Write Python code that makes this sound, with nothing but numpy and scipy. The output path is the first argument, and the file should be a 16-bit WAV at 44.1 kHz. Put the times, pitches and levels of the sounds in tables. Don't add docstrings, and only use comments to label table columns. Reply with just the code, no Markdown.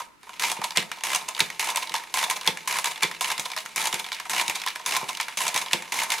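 import sys
import numpy as np
from scipy import signal
from scipy.fft import rfft, irfft
from scipy.io import wavfile

SR = 44100
rng = np.random.default_rng(int(sys.argv[2]) if len(sys.argv) > 2 else 0)


def dump_mix(stems):
    frames = np.atleast_2d(stems).T
    limited = np.clip(frames, -1, 1)
    pcm = np.round(limited * 32767).astype(np.int16)
    wavfile.write(sys.argv[1], SR, pcm)


def volts_from_db(level):
    exponent = np.asarray(level, float) / 20
    return 10 ** exponent


N = 273420

# (share of the turn, works level [dB], case ring level [dB])
GRIND = [(0, -38, -56), (.15, -39, -32), (.35, -34, -33.5), (.5, -38.5, -42), (.7, -39.5, -45),
         (.85, -41.5, -41), (.97, -40, -44)]
# (time [s], level [dB])
EFFORT = [(0, 5), (.1, -19.5), (.2, -22), (.24, -4), (.4, -1.5), (.9, -2), (1.5, 1.3), (3, 0.7), (4.5, 1.5),
          (6.2, 3)]
TURN_S = .545
# (frequency [Hz], relative level [dB], T60 [s])
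CASE_MODES = [(638, -31, 0.15), (740.7, -22.5, 0.085), (901.5, -16.5, 0.048), (952, -18.5, 0.11),
              (1022.6, -14.5, 0.042), (1230, -25.5, 0.032)]
# (frequency [Hz], relative level [dB], T60 [s])
WORKS_MODES = [(1318, -23.5, 0.006), (1704, -23, 0.019), (1902, -20, 0.013), (2080, -22, 0.076),
               (2190, -17, 0.017), (2327, -16, 0.014), (2414, -23, 0.019), (2627, -18.5, 0.01),
               (2896, -17, 0.0083), (3330, -23, 0.032), (3528, -21, 0.018), (3767, -21, 0.0076),
               (4030, -30, 0.0079), (4510, -25, 0.0015)]
# (frequency [Hz], relative level [dB], T60 [s])
SMALL_PART_MODES = [(5370, -21, 0.028), (6150, -18, 0.0058), (6600, -15.5, 0.0067), (7220, -16.5, 0.0055),
                    (7940, -17.5, 0.0039), (8790, -18, 0.0028), (9866, -13.5, 0.0015), (10970, -29, 0.011),
                    (13600, -50, 0.011), (14700, -38, 0.0038)]
# (frequency [Hz], relative level [dB], T60 [s])
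TABLE_MODES = [(144, -26.5, 0.036), (171, -21.5, 0.12), (209, -23, 0.071), (279, -34.5, 0.0098),
               (345, -22.5, 0.1), (448, -13.5, 0.013)]
# (time [s], relative level [dB])
THUMPS = [(.591, -37.5), (1.909, -48), (3.391, -42), (3.937, -37.5), (4.486, -38.5), (5.03, -36.5),
          (5.55, -40)]
# (frequency [Hz], T60 [s])
ROOM_T60 = [(150, 0.43), (700, 0.54), (2000, 0.2), (5000, 0.19), (13000, 0.28)]
# (frequency [Hz], relative level [dB])
AIR_SPECTRUM = [(18, -45), (30, -14), (337, -5), (629, -20), (837, -15), (1030, -12), (1410, -7),
                (2770, -17), (15000, -31)]

# (gears engage [s], relative contact level [dB], relative whirr level [dB])
TURNS = [(.396, -17.5, -30), (1.036, -16, -30), (1.595, -13, -32), (2.14, -13.5, -31.5), (2.675, -15, -32),
         (3.209, -14, -33), (3.76, -16, -30.5), (4.296, -16.5, -29), (4.861, -16, -30),
         (5.372, -16.5, -28.5), (5.921, -17.5, -32)]
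TEETH_DB = [-24, -17, -25.5, -26, -21.5, -17]
# (time [s], relative level [dB])
STOPS = [(.516, -18), (1.148, -14), (1.702, -21.5), (2.239, -19), (2.786, -16), (3.316, -19.5),
         (3.871, -18), (4.412, -16), (4.965, -17.5), (5.48, -17.5), (6.034, -19.5)]
FIRST_TOOTH = .17
TICK_JITTER_S, TICK_SCATTER_DB = 0.00155, 2
# (time [s], relative level [dB])
STRONG_TEETH = [(.422, -13), (.437, -14), (1.093, -24), (1.132, -22), (2.189, -14), (2.725, -17),
                (3.218, -23), (3.805, -19), (3.815, -17), (3.856, -18), (4.382, -19.5), (4.922, -16.5),
                (4.957, -18), (5.416, -18), (5.989, -15.5), (5.998, -17)]
# (time [s], relative level [dB])
PAWLS = [(1.159, -15.5), (1.759, -14.5), (1.771, -13.5), (2.299, -12), (2.31, -14), (2.843, -11),
         (2.857, -14), (3.379, -17), (3.396, -15.5), (3.927, -15), (3.942, -15.5), (4.48, -15.5),
         (4.497, -13.5), (5.543, -16), (5.561, -11.5), (5.576, -13.5), (6.103, -13), (6.119, -10.5),
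         (6.138, -17)]
# (time [s], relative level [dB])
CAMS = [(.642, -15.5), (1.287, -19), (1.826, -22.5), (2.367, -23.5), (2.913, -22), (3.457, -20),
        (3.997, -19.5), (4.556, -17), (5.091, -16), (5.618, -21.5), (6.183, -23.5)]
# (delay [s], relative level [dB])
CAM_RIDE = [(-.007, -16), (-.003, -6), (0, -3.5), (.005, -8)]
# (time [s], relative level [dB])
LINKS = [(.707, -24.5), (.719, -28.5), (1.349, -23.5), (1.365, -24.5), (1.873, -26.5), (1.895, -23),
         (2.412, -22.5), (2.432, -29), (2.958, -25), (2.977, -25), (3.501, -26.5), (3.517, -22.5),
         (4.043, -24.5), (4.064, -23), (4.599, -29), (4.617, -21), (5.15, -23.5), (5.172, -20.5),
         (5.661, -22), (5.683, -27)]
# (time [s], relative level [dB])
LEVERS = [(.754, -28), (1.378, -20), (1.919, -23.5), (2.455, -22), (3.007, -23), (3.535, -24), (4.087, -23),
          (4.637, -22.5), (5.711, -18)]
# (time [s], relative level [dB])
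LATCHES = [(.76, -13.5), (1.393, -11.5), (2.464, -16.5), (3.024, -10.5), (5.721, -24)]
# (delay [s], relative level [dB])
LATCH_SLIDE = [(-.003, -13.5), (0, -3), (.0025, -7.5)]
# (time [s], relative level [dB])
CARRIES = [(.772, -7), (1.404, -7.5), (2.475, -7.5), (3.032, -9), (5.732, -7.5)]
# (delay [s], relative level [dB])
CARRY_THUMP = [(.002, -27.5), (0.0136, -24)]
# (time [s], relative level [dB])
CATCHES = [(1.94, -16), (3.564, -17), (4.663, -19.5)]
# (time [s], relative level [dB])
RELEASES = [(1.952, -13), (3.575, -14.5), (4.118, -13), (4.674, -12.5), (5.2, -10)]
# (delay [s], relative level [dB])
BOUNCES = [(0.0104, -9.5), (0.029, -20.5)]
# (time [s], relative level [dB])
HOMES = [(.916, -16.5), (1.502, -19), (2.037, -30), (2.572, -19.5), (3.113, -21), (3.66, -20), (4.199, -17),
         (4.758, -20), (5.283, -18.5), (5.822, -20.5)]
# (time [s], relative level [dB])
SLACK = [(.231, -34), (.332, -32.5), (.357, -41), (.825, -22.5), (.987, -36), (1.008, -27.5)]
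# (time [s], relative level [dB])
KNOCKS = [(.001, -28), (.269, -44), (.292, -33.5), (.567, -29.5), (.616, -24.5), (.971, -36), (1.31, -38),
          (1.747, -28), (2.28, -32), (4.254, -31.5), (4.796, -36), (5.013, -31.5), (5.026, -37),
          (5.041, -33.5), (5.528, -40), (5.555, -29.5), (6.093, -31)]
# (case relative level [dB], small parts relative level [dB], tilt of the works [dB per octave])
COLOUR = dict(engage=(-1.5, 0.17, 5.8), tooth=(0, -7, -8), last=(1.7, 1.96, 16), pawl=(-3.4, -1.5, 6.1),
          cam=(0.5, -0.28, 16), link=(-3.5, -10.5, 15), lever=(-10, -15, -13), latch=(-3.5, -4, -21),
          catch=(4.8, 0.98, 1.5), snap=(-16, -6, 3), carry=(-5, -8, 19.5), release=(-7.5, -47, 1.3),
          bounce=(-12, -2.5, 22.6), home=(-9, -6.5, -18.5), gear=(-11, -27, 1.5), slack=(-4, -9, 0.1),
          knock=(10.7, -2, -12))
COLOUR["strong_tooth"] = COLOUR.pop("snap")


def rms_one(x):
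    return x / np.sqrt(np.mean(x ** 2) + 1e-20)


def at_hz(points, hz):
    frequencies, values = np.array(points).T[:2]
    return np.interp(np.log(hz + 1), np.log(frequencies), values)


def fade(x, seconds):
    return signal.lfilter([1], [1, -np.exp(-1 / (seconds * SR))], x + 1e-18)


def ring(force, hz, t60):
    radius, angle = volts_from_db(-60 / (t60 * SR)), 2 * np.pi * hz / SR
    radiation = np.sqrt((1 - radius * radius) / 2) * np.array([1, 0, -1])
    return signal.lfilter(radiation, [1, -2 * radius * np.cos(angle), radius ** 2], force)


def grit(per_s, spread_db):
    strength = volts_from_db(spread_db * np.minimum(rng.exponential(1, N), 4))
    sizes = strength * rng.choice([-1, 1], N)
    return rms_one(sizes * (rng.random(N) < per_s / SR))


def lumps(per_s, seconds, depth):
    jumps = np.abs(grit(per_s, spread_db=5.0))
    return 1 - depth + depth * rms_one(fade(jumps, seconds))


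def echoes(rows, pattern):
    return (np.array(rows)[:, None] + pattern).reshape(-1, 2)


def grinding():
    t, starts = np.arange(N) / SR, [row[0] for row in TURNS]
    starts = [starts[0] - TURN_S, *starts, starts[-1] + TURN_S]
    angle = np.interp(t, starts, np.arange(len(starts))) % 1
    share, works_db, ring_db = np.transpose(GRIND)
    effort_db = np.interp(t, *np.transpose(EFFORT))
    works = volts_from_db(np.interp(angle, share, works_db) + effort_db)
    case = volts_from_db(np.interp(angle, share, ring_db) + effort_db)
    return works, case


def calculator():
    s, db, case_db, small_db, tilt = contacts()
    spin = wheels()
    catching = lumps(per_s=76, seconds=0.0028, depth=0.33)
    grind, hum = catching * grinding()

    case = struck(CASE_MODES, (s + 0.00096, db + case_db - 1.5, 0 * tilt), volts_from_db(-5.0) * spin + volts_from_db(3) * hum,
                  chatter_s=0.0039, rise_s=0.00092, knock=15.8, scatter_db=3.0,
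                  shiver_db=-7.5, shiver_s=0.019, apart=0.21, focus_db=11.5)
    works = struck(WORKS_MODES, (s, db + 5.5, tilt), volts_from_db(1.5) * spin + volts_from_db(1.0) * grind,
                   chatter_s=0.0007, rise_s=0.002, knock=4.4, scatter_db=4.0,
                   shiver_db=-14, shiver_s=0.025, apart=0.23, focus_db=3.5)
    small = struck(SMALL_PART_MODES, (s, db + small_db + 4, 0 * tilt), volts_from_db(0.5) * spin + volts_from_db(-5.3) * grind,
                   chatter_s=0.00086, rise_s=0.0007, knock=1.0, scatter_db=5.0,
                   shiver_db=-12.5, shiver_s=0.022, apart=0.3, focus_db=0.0)

    near = case * volts_from_db([[-.8], [.8]]) + works * volts_from_db([[-.7], [.7]]) + small * volts_from_db([[.6], [-.6]])
    low_cut = signal.butter(2, 380, "high", fs=SR, output="sos")
    shake = spin + volts_from_db(2.5) * grind
    return signal.sosfilt(low_cut, near + cracks()), shake


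def table(shake):
    s, db = np.vstack([THUMPS, echoes(CARRIES, CARRY_THUMP)]).T
    jolts = np.zeros(N)
    jolts[np.round(s * SR).astype(int)] = volts_from_db(db)
    soft = fade(fade(jolts, seconds=0.00027), seconds=0.00027)
    rocking = fade(fade(jolts, seconds=0.013), seconds=0.0023) / 150
    out = 0
    for hz, mode_db, t60 in TABLE_MODES:
        noise = rng.standard_normal(N) + 1.3 * rng.standard_normal((2, N))
        rumble = (volts_from_db(-12.0) * shake + volts_from_db(8.5) * rocking) * noise
        out = out + volts_from_db(mode_db) * ring(volts_from_db(-2.5) * soft + rumble, hz, t60)
    return out * volts_from_db([[.6], [-.6]])


def air():
    colour = volts_from_db(at_hz(AIR_SPECTRUM, np.fft.rfftfreq(N, 1 / SR)))
    spectrum = rfft(rng.standard_normal((2, N))) * colour
    return volts_from_db(-57) * rms_one(irfft(spectrum, N))


def contacts():
    luck = rng.standard_normal((len(TURNS), len(TEETH_DB), 2))
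    teeth = tooth_times()[:, :-1] + TICK_JITTER_S * luck[..., 0]
    teeth_db = TEETH_DB + TICK_SCATTER_DB * luck[..., 1]
    kinds = dict(
        engage=np.array(TURNS)[:, :-1], tooth=np.c_[teeth.ravel(), teeth_db.ravel()],
        last=STOPS, strong_tooth=STRONG_TEETH,
        pawl=PAWLS, cam=echoes(CAMS, CAM_RIDE), link=LINKS, lever=LEVERS,
        latch=echoes(LATCHES, LATCH_SLIDE), carry=CARRIES, catch=CATCHES,
        release=RELEASES, bounce=echoes(RELEASES, BOUNCES), home=HOMES,
        gear=gear_ticks(), slack=SLACK, knock=KNOCKS)
    rows = [(s, db, *COLOUR[kind]) for kind, events in kinds.items() for s, db in events]
    return np.transpose(rows)


def struck(modes, ticks, steady, chatter_s, rise_s, knock, scatter_db, shiver_db, shiver_s, apart, focus_db):
    times, db, tilt = ticks
    at, out = np.round(times * SR).astype(int), np.zeros((2, N))
    force = grit(per_s=14000, spread_db=2.0) + apart * grit(per_s=14000, spread_db=4.0) * [[1], [-1]]
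    luck = rng.standard_normal((len(at), len(modes)))
    heavy = np.zeros(N)
    heavy[at] = volts_from_db(1.59 * db + shiver_db)
    shiver = fade(heavy, shiver_s)
    teeth = lumps(per_s=90, seconds=0.01, depth=0.42)
    middle = np.sqrt(modes[0][0] * modes[-1][0])
    for k, (hz, mode_db, t60) in enumerate(modes):
        octaves = np.log2(hz / middle)
        blows = np.zeros(N)
        blows[at] = volts_from_db(db + tilt * np.clip(octaves, -.55, .8) + scatter_db * luck[:, k])
        swell = fade(fade(blows, chatter_s), rise_s) / (rise_s * SR)
        catch = np.roll(teeth, k // 3 * 9001)
        light = steady * volts_from_db(-focus_db * abs(octaves))
        drive = (shiver + light) * catch
        push = (swell + drive) * force + knock * blows * (-1) ** k
        out += volts_from_db(mode_db) * ring(push, hz, t60)
    return out


def room(x, gap_s=0.0042):
    t, echo = np.arange(SR // 2) / SR, 0
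    for hz in 125 * 2 ** np.arange(7.):
        top = min(hz * np.sqrt(2) ** (1 + (hz > 5000)), 17000)
        band = signal.butter(2, [hz / np.sqrt(2), top], "band", fs=SR, output="sos")
        decay = volts_from_db(-60 * t / at_hz(ROOM_T60, hz))
        echo = echo + signal.sosfilt(band, rng.standard_normal((3, len(t)))) * decay
    echo = (echo[:2] + 1.04 * echo[2]) * np.clip(t / gap_s - 1, 0, 1)
    echo = echo / np.sqrt(np.sum(echo ** 2) / 2)
    return signal.fftconvolve(x, echo, axes=1)[:, :N]


def wheels():
    on, teeth = np.zeros(N), tooth_times().ravel()
    for (start, _, db), (last, _) in zip(TURNS, STOPS):
        on[int(start * SR):int((last + .0129) * SR)] = volts_from_db(db)
    cycles = np.interp(np.arange(N) / SR - .002, teeth, np.arange(len(teeth)))
    throb = 1 + .19 * np.cos(2 * np.pi * cycles)
    return fade(on, seconds=.0005) / 22 * throb * lumps(per_s=150, seconds=.004, depth=.3)


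def tooth_times():
    engage, last = np.array(TURNS)[:, :1], np.array(STOPS)[:, :1]
    return engage + np.linspace(FIRST_TOOTH, 1, len(TEETH_DB) + 1) * (last - engage)


def cracks():
    s, db = np.transpose(CARRIES)
    blows = np.zeros(N)
    blows[np.round(s * SR).astype(int)] = volts_from_db(db + 3.5)
    envelope = fade(fade(blows, seconds=0.00096), seconds=0.00023) / 9
    burst = envelope * grit(per_s=22000, spread_db=3.0)
    return signal.sosfilt(signal.butter(2, (2180, 7000), "band", fs=SR, output="sos"), burst)


def gear_ticks():
    starts = np.array(TURNS)[:, 0]
    spans = starts[:-1, None] + np.diff(starts)[:, None] * (.84, .92)
    s = np.concatenate([np.arange(end, begin, -.025) for begin, end in spans])
    luck = rng.standard_normal((len(s), 2))
    return np.c_[s + TICK_JITTER_S * luck[:, 0], -33.5 + TICK_SCATTER_DB * luck[:, 1]]


def scene():
    machine, shake = calculator()
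    near = machine + table(shake)
    return near + volts_from_db(-13.5) * room(near) + air()


def roll_off(x):
    return signal.sosfilt(signal.butter(12, 16630, fs=SR, output="sos"), x)


def record(dry):
    low_cut = signal.butter(4, 120, "high", fs=SR, output="sos")
    high_cut = signal.butter(6, 15000, fs=SR, output="sos")
    hiss_band = signal.butter(2, [25, 90], "band", fs=SR, output="sos")
    own = volts_from_db(-46.5) * signal.sosfilt(hiss_band, rng.standard_normal((2, N)))
    heard = signal.sosfilt(np.vstack([low_cut, high_cut]), dry) + own
    mix = 1.02 * np.tanh(heard / 1.302)
    return roll_off(mix)


dry = scene()
out = record(dry)
dump_mix(out)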